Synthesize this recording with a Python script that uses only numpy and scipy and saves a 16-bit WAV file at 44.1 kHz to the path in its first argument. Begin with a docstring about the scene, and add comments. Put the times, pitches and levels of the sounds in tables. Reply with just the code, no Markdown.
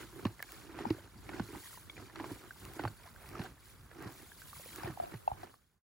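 """Stalks crackle between molars as ponies eat hay outdoors, an arm's length from a two-port microphone.
Each stroke of chewing is a swell of tiny breaks, heard dull through the cheeks and crisp between the lips.
Dull, gliding jaw thuds, crunching noise bursts, popping lips and snapping stalks lie over the rustle of
the dry heap and the low stir of the air. Hollow knocks and, late on, rough scrapes reach the ports out of
step. The sound fades out at the end."""
import sys
import numpy as np
from scipy import signal
from scipy.fft import rfft, irfft
from scipy.io import wavfile

SR = 44100
rng = np.random.default_rng(int(sys.argv[2]) if len(sys.argv) > 2 else 0)


def persist_wave(psi):
    """Save psi, clipped to +-1, as 16-bit WAV."""
    counts = np.round(np.clip(psi, -1, 1) * 32767).astype(np.int16)
    wavfile.write(sys.argv[1], SR, np.atleast_2d(counts).T)


N = 257544  # length [samples]
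TIME = np.arange(N) / SR  # [s]
FRAMES = TIME[::64]  # slow movements are worked out on a coarse clock [s]
BINS = np.fft.rfftfreq(N, 1 / SR)  # [Hz]
JAW_HZ = 108  # hum of the head, and the pitch on which the thuds settle
CHEW_BUILD = 0.61  # share of a stroke's length spent building up

# strokes of the molars: (time of the hardest press [s], length [s], boom drive [dB], crackle drive [dB])
CHEWS = [(0.005, 0.084, -48, -52), (.235, .14, -50, -57.5), (.58, 0.13, -62, -59), (0.84, .22, -46.5, -52),
         (1.043, 0.11, -67, -62), (1.371, .135, -46, -51), (1.549, .085, -47.5, -55),
         (2.01, 0.077, -49.5, -56.5), (2.2, 0.064, -46, -52), (2.282, .18, -49, -55),
         (2.454, 0.095, -63.5, -60), (2.679, .09, -53, -55.5), (2.834, .095, -46, -50),
         (3.066, 0.1, -79, -59.5), (3.24, .11, -78.5, -60), (3.37, 0.1, -48.5, -51.5),
         (3.456, 0.065, -53, -50.5), (4.056, .115, -47, -51), (4.222, .13, -63, -63),
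         (4.862, 0.12, -49, -48), (5.033, 0.085, -60.5, -57.5), (5.142, .05, -54, -54),
         (5.452, 0.12, -55.5, -55.5)]
# colour of stalks breaking at the lips, and of wet lips: (frequency [Hz], level [dB])
STALKS = [(200, -21.5), (450, 3), (750, 1.5), (1100, 1), (1600, 2), (2300, -12), (3100, -10), (4500, -18),
          (7000, -28.5), (16000, -41)]
# colour of a coarse break: (frequency [Hz], level [dB])
BREAK = [(150, -16.5), (450, -2), (850, 3.5), (1500, -4), (2300, -9), (4200, -12.5), (7000, -30),
         (16000, -37)]
# colour of the hollow head shaken by the jaw: (frequency [Hz], level [dB])
HEAD = [(25, -34.5), (45, -5.5), (70, -3.5), (105, -2.5), (140, -5.5), (220, -11.5), (400, -24.5),
        (1200, -64.5)]


def amp(db):
    """Decibels to gain."""
    return 10 ** (np.asarray(db) / 20)


def unit(x):
    """Scales to an rms of one."""
    return x / np.sqrt(np.mean(x ** 2) + 1e-20)


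def read(points, hz):
    """Reads a table along a logarithmic frequency axis."""
    f, value = np.transpose(points)
    return np.interp(np.log(hz + 1), np.log(f + 1), value)


def curves(rows):
    """Each column of a time table, sample by sample."""
    s, *columns = np.transpose(rows)
    return [np.interp(TIME, s, c) for c in columns]


def add(mix, s, sound):
    """Mixes a sound in at time s, cut off at the end of the mix."""
    part = mix[..., max(round(s * SR), 0):][..., :sound.shape[-1]]
    part += sound[..., :part.shape[-1]]


def colour(x, spectrum, size=2048):
    """Causal filter of unit energy: clicks keep their sharp front and ring afterwards."""
    log_gain = np.log(amp(read(spectrum, abs(np.fft.fftfreq(size, 1 / SR)))))
    # the Hilbert transform of the log gain gives the minimum phase
    taps = np.fft.ifft(np.exp(np.conj(signal.hilbert(log_gain)))).real
    return signal.fftconvolve(x, taps / np.linalg.norm(taps))[:len(x)]


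def drift(rate_hz):
    """Random wandering of unit rms, mostly slower than the rate."""
    spectrum = rfft(rng.standard_normal(N)) / (1 + (BINS / rate_hz) ** 4)
    return unit(irfft(spectrum, N))


def swell(t, rise_s, decay_s):
    """Soft attack and exponential decay, with a peak of one."""
    shape = (1 - np.exp(-(t / rise_s) ** 2)) * np.exp(-t / decay_s)
    return shape / shape.max()


def stroke(s, length_s, build, steep):
    """Force of one movement: it builds up to a peak at time s and lets go again."""
    build = np.clip(build, .1, .9)
    reach_s = length_s * np.where(FRAMES < s, build, 1 - build)
    return 1 / (1 + (abs(FRAMES - s) / reach_s) ** steep)


def effort(strokes, build, steep, rest_db):
    """Gain of a run of strokes (time [s], length [s], level [dB]) over the stirring that never stops."""
    power = sum((amp(db) * stroke(s, length_s, build, steep)) ** 2 for s, length_s, db in strokes)
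    return np.interp(TIME, FRAMES, np.sqrt(power + amp(rest_db) ** 2))


def jaw(steep=2.93, rest_db=-78):
    """How hard the molars press, as the gain of the mouth's boom."""
    presses = [(s, length_s, boom_db) for s, length_s, boom_db, _ in CHEWS]
    return effort(presses, CHEW_BUILD, steep, rest_db)


def fractures(per_s, spread_db, clump_db, clump_hz):
    """Tiny breaks of uneven size that come in clumps."""
    size = amp(spread_db * np.minimum(rng.exponential(1, N), 3))
    struck = rng.random(N) < per_s / SR
    clicks = size * rng.choice([-1, 1], N) * struck
    clumps = amp(clump_db * np.clip(drift(clump_hz), -2, 2))
    return unit(clicks * clumps)


def splinters(low_hz, high_hz, per_s, spread_db, cycles, count=40, size=900):
    """Every stalk that cracks rings for a few cycles at a pitch of its own."""
    out, t = np.zeros(N + size), np.arange(size) / SR
    for band in range(count):  # an equal share of the cracks in each band of pitch
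        place, pitch, phase, luck = rng.random((400, 4))[:int(per_s * N / SR / count)].T
        hz = (low_hz + (high_hz - low_hz) * (band + pitch) / count)[:, None]
        turns = hz * t[:int(6 * cycles * SR / hz.min())]
        strength = amp(spread_db * np.minimum(-np.log(luck), 4))[:, None]
        rings = strength * np.exp(-turns / cycles) * np.sin(2 * np.pi * (turns + phase[:, None]))
        at = (place[:, None] * N).astype(int) + np.arange(turns.shape[1])
        out += np.bincount(at.ravel(), rings.ravel(), N + size)
    return unit(out[:N])


def grinding(crackle_db=-2, fine_db=-6, splinter_db=-4, crisp_db=-12, steep=2.5, rest_db=-68):
    """The same breaking stalks boom through the cheeks and crackle at the lips; brittle ones crack sharply."""
    # colour of the boom through the cheeks: (frequency [Hz], level [dB])
    mouth_colour = [(30, -28.5), (60, -15), (120, 0.5), (190, -13), (260, 0), (335, 6.5), (410, -2),
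                    (500, -27.5), (800, -34), (2000, -70)]
    presses = [(s, length_s, drive_db) for s, length_s, _, drive_db in CHEWS]
    crackle = effort(presses, CHEW_BUILD, steep, rest_db)
    coarse = fractures(per_s=420, spread_db=1, clump_db=3.0, clump_hz=53.7)
    fine = fractures(per_s=2500, spread_db=4.0, clump_db=2, clump_hz=72.3)
    ringing = splinters(low_hz=700, high_hz=2500, per_s=450, spread_db=3.5, cycles=4.5, count=10)
    brittle = splinters(low_hz=2000, high_hz=6000, per_s=140, spread_db=2.5, cycles=2.5, count=6)
    cheeks = unit(colour(coarse, mouth_colour))
    lips = amp(crackle_db) * unit(colour(coarse + amp(fine_db) * fine, STALKS))
    lips += amp(splinter_db) * ringing + amp(crisp_db) * brittle
    return cheeks * jaw() + lips * crackle


def rustling(tick_db=-2, thick_db=-11, swish_db=1, swish_hz=22, bright_hz=8000,
             build=0.54, steep=2.37, rest_low_db=-68.0, rest_top_db=-72):
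    """Countless dry stems rub with each tug; some flick free and tick, and the thick ones crack lower."""
    # a muzzle pushes into the heap or pulls a tuft out:
    # (time of the hardest pull [s], length [s], level [dB], top against bottom [dB])
    tug_rows = [(0.012, 0.19, -55, -7), (0.226, 0.23, -59, -1), (0.554, 0.28, -56.5, -6.5),
                (.8, 0.057, -60.5, -11), (0.927, 0.23, -60, -4.5), (1.463, 0.48, -58, -7),
                (1.69, 0.27, -52.5, -1.5), (2.01, 0.18, -60, -9), (2.308, 0.23, -56, -4),
                (2.735, 0.47, -56.5, -2.5), (3.08, 0.18, -63.5, -1), (3.274, 0.17, -58.5, 1),
                (3.445, 0.14, -59.5, -6.5), (3.696, 0.15, -59.5, -3), (4.162, 0.19, -59, -4),
                (4.42, 0.73, -58.5, -1), (4.693, 0.4, -52, -1.5), (5.09, 0.32, -59, -0.5),
                (5.54, 0.46, -60, -2.5)]
    # colour of the dry stems: (frequency [Hz], level [dB])
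    straw_colour = [(400, -57), (1500, -11.5), (2500, -12.5), (3300, -2), (4500, -3.5), (5800, -6.5),
                    (7000, -3), (8500, -2), (10500, 1), (12500, -2), (14000, 4), (15700, -1)]
    low_tugs = [(s, length_s, db - bright_db / 2) for s, length_s, db, bright_db in tug_rows]
    top_tugs = [(s, length_s, db + bright_db / 2) for s, length_s, db, bright_db in tug_rows]
    low_gain = effort(low_tugs, build, steep, rest_low_db)
    top_gain = effort(top_tugs, build, steep, rest_top_db)
    rub = fractures(per_s=12000, spread_db=1.5, clump_db=0.5, clump_hz=58)
    ticks = splinters(low_hz=1800, high_hz=15500, per_s=2200, spread_db=3.3, cycles=12)
    thick = splinters(low_hz=900, high_hz=2400, per_s=250, spread_db=3.2, cycles=5, count=8)
    stems = unit(colour(rub + amp(tick_db) * ticks, straw_colour))
    top = irfft(rfft(stems) / (1 + (bright_hz / (BINS + 1)) ** 6), N)
    low = stems - top + amp(thick_db) * thick
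    swish = amp(swish_db * drift(swish_hz))
    return swish * (low * low_gain + top * top_gain)


def nudging(level_db=-60.0, follow=0.2, lump_db=3.5, lump_hz=12):
    """Soft, lumpy bumps of the working muzzle, stronger while the jaw grinds."""
    boom_db = 20 * np.log10(jaw())
    gain_db = level_db + follow * (boom_db - boom_db.mean()) + lump_db * drift(lump_hz)
    return amp(gain_db) * unit(colour(rng.standard_normal(N), HEAD))


def air(level_db=-65, gust_db=2.0, gust_hz=7):
    """Low, uneven stir of the open air: coloured noise whose level wanders."""
    # colour of the stirring air: (frequency [Hz], level [dB])
    air_colour = [(20, -38), (35, -9), (50, 15.5), (100, -0.5), (180, -7), (400, -8.5), (800, -24),
                  (1400, -11.5), (3000, -31.5), (16000, -36)]
    return amp(level_db + gust_db * drift(gust_hz)) * unit(colour(rng.standard_normal(N), air_colour))


def feeding():
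    """The running sound of the ponies at the heap."""
    return grinding() + rustling() + nudging() + air()


def crunches(rise_s=0.0012, decay_s=0.0038, after_db=-24, after_s=0.075, ring=0.4, rasp=0.28,
             treble_hz=2200, size=3000):
    """A bundle gives way in a burst of a few milliseconds that rings the mouth, with stragglers behind it."""
    # a bundle of stalks breaks in the mouth:
    # (time [s], drive of ring and rasp [dB], gain of the treble [dB], pitch of the mouth cavity [Hz])
    crunch_rows = [(0.2514, -24, 5, 1080), (0.266, -40, 14.5, 1740), (.788, -30, 2.5, 820),
                   (0.903, -31, 10, 860), (1.2906, -34.5, 3, 2250), (1.316, -43, 2, 1510),
                   (1.333, -32.5, -10, 1450), (1.396, -28.5, 1, 1500), (1.547, -35, -4, 955),
                   (2.157, -40.5, 13, 1370), (2.1985, -31.5, -2, 990), (2.241, -30.5, -0.5, 1095),
                   (2.307, -35.5, -17, 976), (2.793, -26.5, -2.5, 1504), (2.836, -29.5, 2, 755),
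                   (2.851, -22, -16, 847), (2.875, -31.5, -8, 1490), (3.353, -34, -11, 1260),
                   (3.393, -36.5, 10, 990), (3.416, -46.5, 19, 1550), (3.459, -34.5, -12, 1560),
                   (4.033, -35.5, -6, 1118), (4.079, -37.5, -5, 1010), (4.796, -34.5, 0, 1690),
                   (4.8335, -37, 2, 1480), (4.875, -34, 1, 1830), (5.139, -35.5, 0, 710),
                   (5.2775, -40, -0.5, 2670), (5.43, -43, 8.5, 1590)]
    out, t = np.zeros(N), np.arange(size) / SR
    shape = swell(t, rise_s, decay_s)
    stragglers = amp(after_db) * np.exp(-t / after_s)
    for s, db, treble_db, hz in crunch_rows:
        burst = colour(rng.standard_normal(size) * (shape + stragglers), BREAK)
        dull = signal.lfilter(*signal.butter(1, treble_hz, fs=SR), burst)
        noise = dull + amp(treble_db) * (burst - dull)
        cavity = shape * np.sin(2 * np.pi * hz * t)
        add(out, s, amp(db) * (ring * cavity + rasp * noise))
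    return out


def thuds(rise_s=0.0024, head_rise_s=0.0019, head_s=0.016, shudder=0.41, size=8000):
    """The mouth rings low, its pitch gliding as the jaw settles; the head hums and shudders with it."""
    # the jaw closes: (time [s], level [dB], first pitch [Hz], glide time of the pitch [s],
    # decay time of the mouth [s], hum of the head against the mouth [dB])
    thud_rows = [(0.255, -18.5, 242, 0.021, 0.003, -9.5), (.863, -29.5, 240, 0.11, 0.0067, -7),
                 (0.905, -20, 322, 0.83, 0.0079, -8), (1.399, -24.5, 290, 0.013, 0.005, -5),
                 (1.555, -44.5, 254, 0.058, 0.0035, 3), (2.203, -36, 333, 0.092, 0.0055, -26),
                 (2.314, -34, 335, 0.051, 0.0075, -8), (2.795, -33, 321, 0.13, 0.013, -20),
                 (2.84, -36, 308, 0.1, 0.0036, 1), (2.857, -38, 198, 0.015, 0.0042, 6.5),
                 (3.395, -32, 225, 0.0167, 0.014, -1), (4.059, -44, 188, 0.023, 0.023, 7.5),
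                 (4.844, -43.5, 133, 0.051, 0.025, 5), (4.873, -37, 373, 0.13, 0.015, -8),
                 (4.898, -40.5, 149, 0.027, 0.021, -2), (5.139, -39, 212, 0.011, 0.015, 2),
                 (5.319, -38.5, 69.3, 0.057, 0.0081, -7)]
    out, t = np.zeros(N), np.arange(size) / SR
    for s, db, hz, glide_s, decay_s, head_db in thud_rows:
        turns = np.cumsum(JAW_HZ + (hz - JAW_HZ) * np.exp(-t / glide_s)) / SR
        mouth = swell(t, rise_s, decay_s) * np.sin(2 * np.pi * turns)
        hum = np.sin(2 * np.pi * JAW_HZ * t)
        shake = shudder * unit(colour(rng.standard_normal(size), HEAD))
        head = swell(t, head_rise_s, head_s) * (hum + shake)
        add(out, s, amp(db) * (mouth + amp(head_db) * head))
    return out


def pops(rise_s=0.00065, decay_s=0.0037, size=1500):
    """Parting lips and hollow stems ring a small cavity for a few cycles, with a wet edge of noise."""
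    # lips pop and hollow stems click: (time [s], level [dB], pitch [Hz], wetness [0-1])
    pop_rows = [(0.3933, -44.5, 2030, 0.7), (0.402, -38.5, 1740, 0.36), (0.426, -37, 1640, 0.07),
                (.4265, -39.5, 2190, 0.4), (.985, -44, 570, 0), (1.774, -43, 986, 0.24),
                (1.897, -41, 2250, 0.12), (1.898, -37.5, 3460, 0.13), (1.967, -44.5, 2370, 0.3),
                (1.978, -46, 1970, 0.8), (2.0974, -49.5, 1750, 0.85), (2.5078, -37, 1556, 0.05),
                (2.88, -44.5, 4460, 0.2), (3.0752, -46, 1030, 0), (3.1607, -46.5, 1560, 0.2),
                (3.9131, -49, 1730, 0.9), (4.3178, -45, 1650, 0.07), (4.418, -42.5, 1550, 0.26),
                (4.5303, -41, 1184, 0.34), (4.565, -50.5, 1000, 1), (4.597, -44.5, 554, 0.2),
                (4.659, -44, 500, 0.15), (5.033, -53.5, 4630, 0.2), (5.54, -45, 1150, 0.65)]
    out, t = np.zeros(N), np.arange(size) / SR
    for s, db, hz, wet in pop_rows:
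        ring = np.sin(2 * np.pi * hz * t) + wet * colour(rng.standard_normal(size), STALKS)
        add(out, s, amp(db) * swell(t, rise_s, decay_s) * ring)
    return out


def snaps(trim_db=-2, decay_s=.001, size=1200):
    """A single dry stalk breaks in the open with a bright tick of decaying noise."""
    # dry stalks snap: (time [s], level ahead of the trim [dB])
    snap_rows = [(0.426, -24), (0.5203, -28), (2.3206, -36), (2.6522, -33), (2.736, -36), (2.8806, -40),
                 (3.2904, -37.5), (3.4387, -40), (4.0245, -36), (4.1233, -38), (4.7599, -28)]
    # colour of a snap: (frequency [Hz], level [dB])
    snap_colour = [(600, -27), (1800, 4), (4500, -0.5), (8000, 1), (11000, -3.5), (16000, 8)]
    out, t = np.zeros(N), np.arange(size) / SR
    for s, db in snap_rows:
        tick = colour(rng.standard_normal(size) * np.exp(-t / decay_s), snap_colour)
        add(out, s, amp(db + trim_db) * tick)
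    return out


def knocks(tail_rise_s=0.006, tail_db=-24, tail_s=0.025, rough_hz=110, rasp=0.035, size=4000):
    """A hollow resonance is knocked and rattles on roughly; it reaches the two ports out of step."""
    # hollow knocks: (time [s], level ahead of the bass cut [dB], pitch [Hz], rise [s], decay [s],
    # left-right balance [dB], lead of the left port [rad])
    knock_rows = [(.8525, -27.5, 860, .003, .0016, 10, 2.6), (4.833, -34, 805, .004, .0016, 8, -2.6),
                  (4.857, -33, 730, .002, .003, 6, 3.4), (4.973, -35, 790, .002, .002, -3, -.3),
                  (4.9993, -21.5, 705, .001, .0042, 1, 3.55), (5.0225, -35, 690, .003, .005, 1, 2.8),
                  (5.034, -31, 680, .004, .0045, 1, 2.8), (5.065, -43, 720, .004, .006, 2, 2.4),
                  (5.2765, -16.5, 790, .006, .0012, 0, 2.2), (5.296, -38, 720, .006, .007, 0, 2.8),
                  (5.3152, -26, 810, .006, .0012, 0, 1.6), (5.431, -35.5, 730, .004, .004, 1, 2.2)]
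    out, t = np.zeros((2, N)), np.arange(size) / SR
    for s, db, hz, rise_s, decay_s, pan_db, lead in knock_rows:
        blow = swell(t, rise_s, decay_s)
        rattle = unit(signal.lfilter(*signal.butter(2, rough_hz, fs=SR), rng.standard_normal(size)))
        phase = 2 * np.pi * hz * t - np.array([[0], [lead]])
        knock = blow * (np.sin(phase) + rasp * colour(rng.standard_normal(size), BREAK))
        tail = amp(tail_db) * swell(t, tail_rise_s, tail_s) * rattle * np.cos(phase)
        port_gains = amp([[db + pan_db / 2], [db - pan_db / 2]])
        add(out, s, port_gains * (knock + tail))
    bass_cut = signal.butter(2, 430, "highpass", fs=SR, output="sos")  # a small cavity radiates no bass
    return signal.sosfilt(bass_cut, out)


def scrapes(build=0.4, steep=2, rest_db=-80):
    """Something drags and catches beside the microphone, reaching the two ports in opposite phase."""
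    # rough scrapes: (time of the hardest push [s], length [s], level [dB])
    scrape_rows = [(5.04, 0.18, -52), (5.3, 0.062, -55.5), (5.43, 0.11, -54)]
    # colour of a scrape: (frequency [Hz], level [dB])
    scrape_colour = [(100, -13.5), (400, -2.5), (750, -1.5), (1300, -9.5), (2200, -19), (5000, -29),
                     (16000, -53.5)]
    breaks = fractures(per_s=1400, spread_db=2.0, clump_db=4.5, clump_hz=60.7)
    catches = unit(colour(breaks, scrape_colour))
    return np.array([[1], [-1]]) * effort(scrape_rows, build, steep, rest_db) * catches


def pair(direct, diffuse):
    """Two microphone ports share the direct sound and get the diffuse sound in opposite phase."""
    # likeness of the ports: (frequency [Hz], correlation ahead of the lead [0-1])
    likeness = [(50, .5), (120, .72), (300, .85), (2300, .86), (3500, .55), (4800, .65), (6000, .58),
                (9500, .7), (11000, .95), (12200, .75), (15500, .88)]
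    # lead of the left port: (frequency [Hz], phase [rad])
    left_lead = [(2600, 0), (3400, 2.5), (4300, 6.3), (7500, 6.1), (8400, 9.1), (9600, 7.9), (10500, 6.3),
                 (11600, 6.2), (13200, 3.2), (14300, 2.5), (15300, 0)]
    # left-right balance: (frequency [Hz], level [dB])
    balance = [(60, -1), (200, -2.5), (1200, -4), (2400, -1), (4400, 1), (8000, 0)]
    same = np.clip(read(likeness, BINS), 0, 1)
    mid = np.sqrt((1 + same) / 2) * rfft(direct)
    side = np.sqrt((1 - same) / 2) * rfft(diffuse)
    tilt = amp(read(balance, BINS) / 2)
    left = (mid + side) * tilt * np.exp(1j * read(left_lead, BINS))
    right = (mid - side) / tilt
    return irfft(np.array([left, right]), N)


def scene():
    """Everything is close and dry; the heap swallows echoes."""
    direct = feeding() + crunches() + thuds() + pops() + snaps()
    return pair(direct, feeding()) + knocks() + scrapes()


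def record(dry):
    """The microphone sheds the deepest rumble; then the closing fade and the band limit."""
    # closing fade: (time [s], gain [dB])
    fade_rows = [(5.4, -0.5), (5.56, -11), (5.68, -17.5), (5.78, -21), (5.83, -48.5)]
    fade_db, = curves(fade_rows)
    rumble_cut = signal.butter(3, 33, "highpass", fs=SR, output="sos")
    lean = signal.sosfilt(rumble_cut, dry)
    low_pass = signal.firwin(511, 15900, window=("kaiser", 9), fs=SR)  # upper band edge [Hz]
    return signal.oaconvolve(lean * amp(fade_db), low_pass[None], "same")


dry = scene()
out = record(dry)
persist_wave(out)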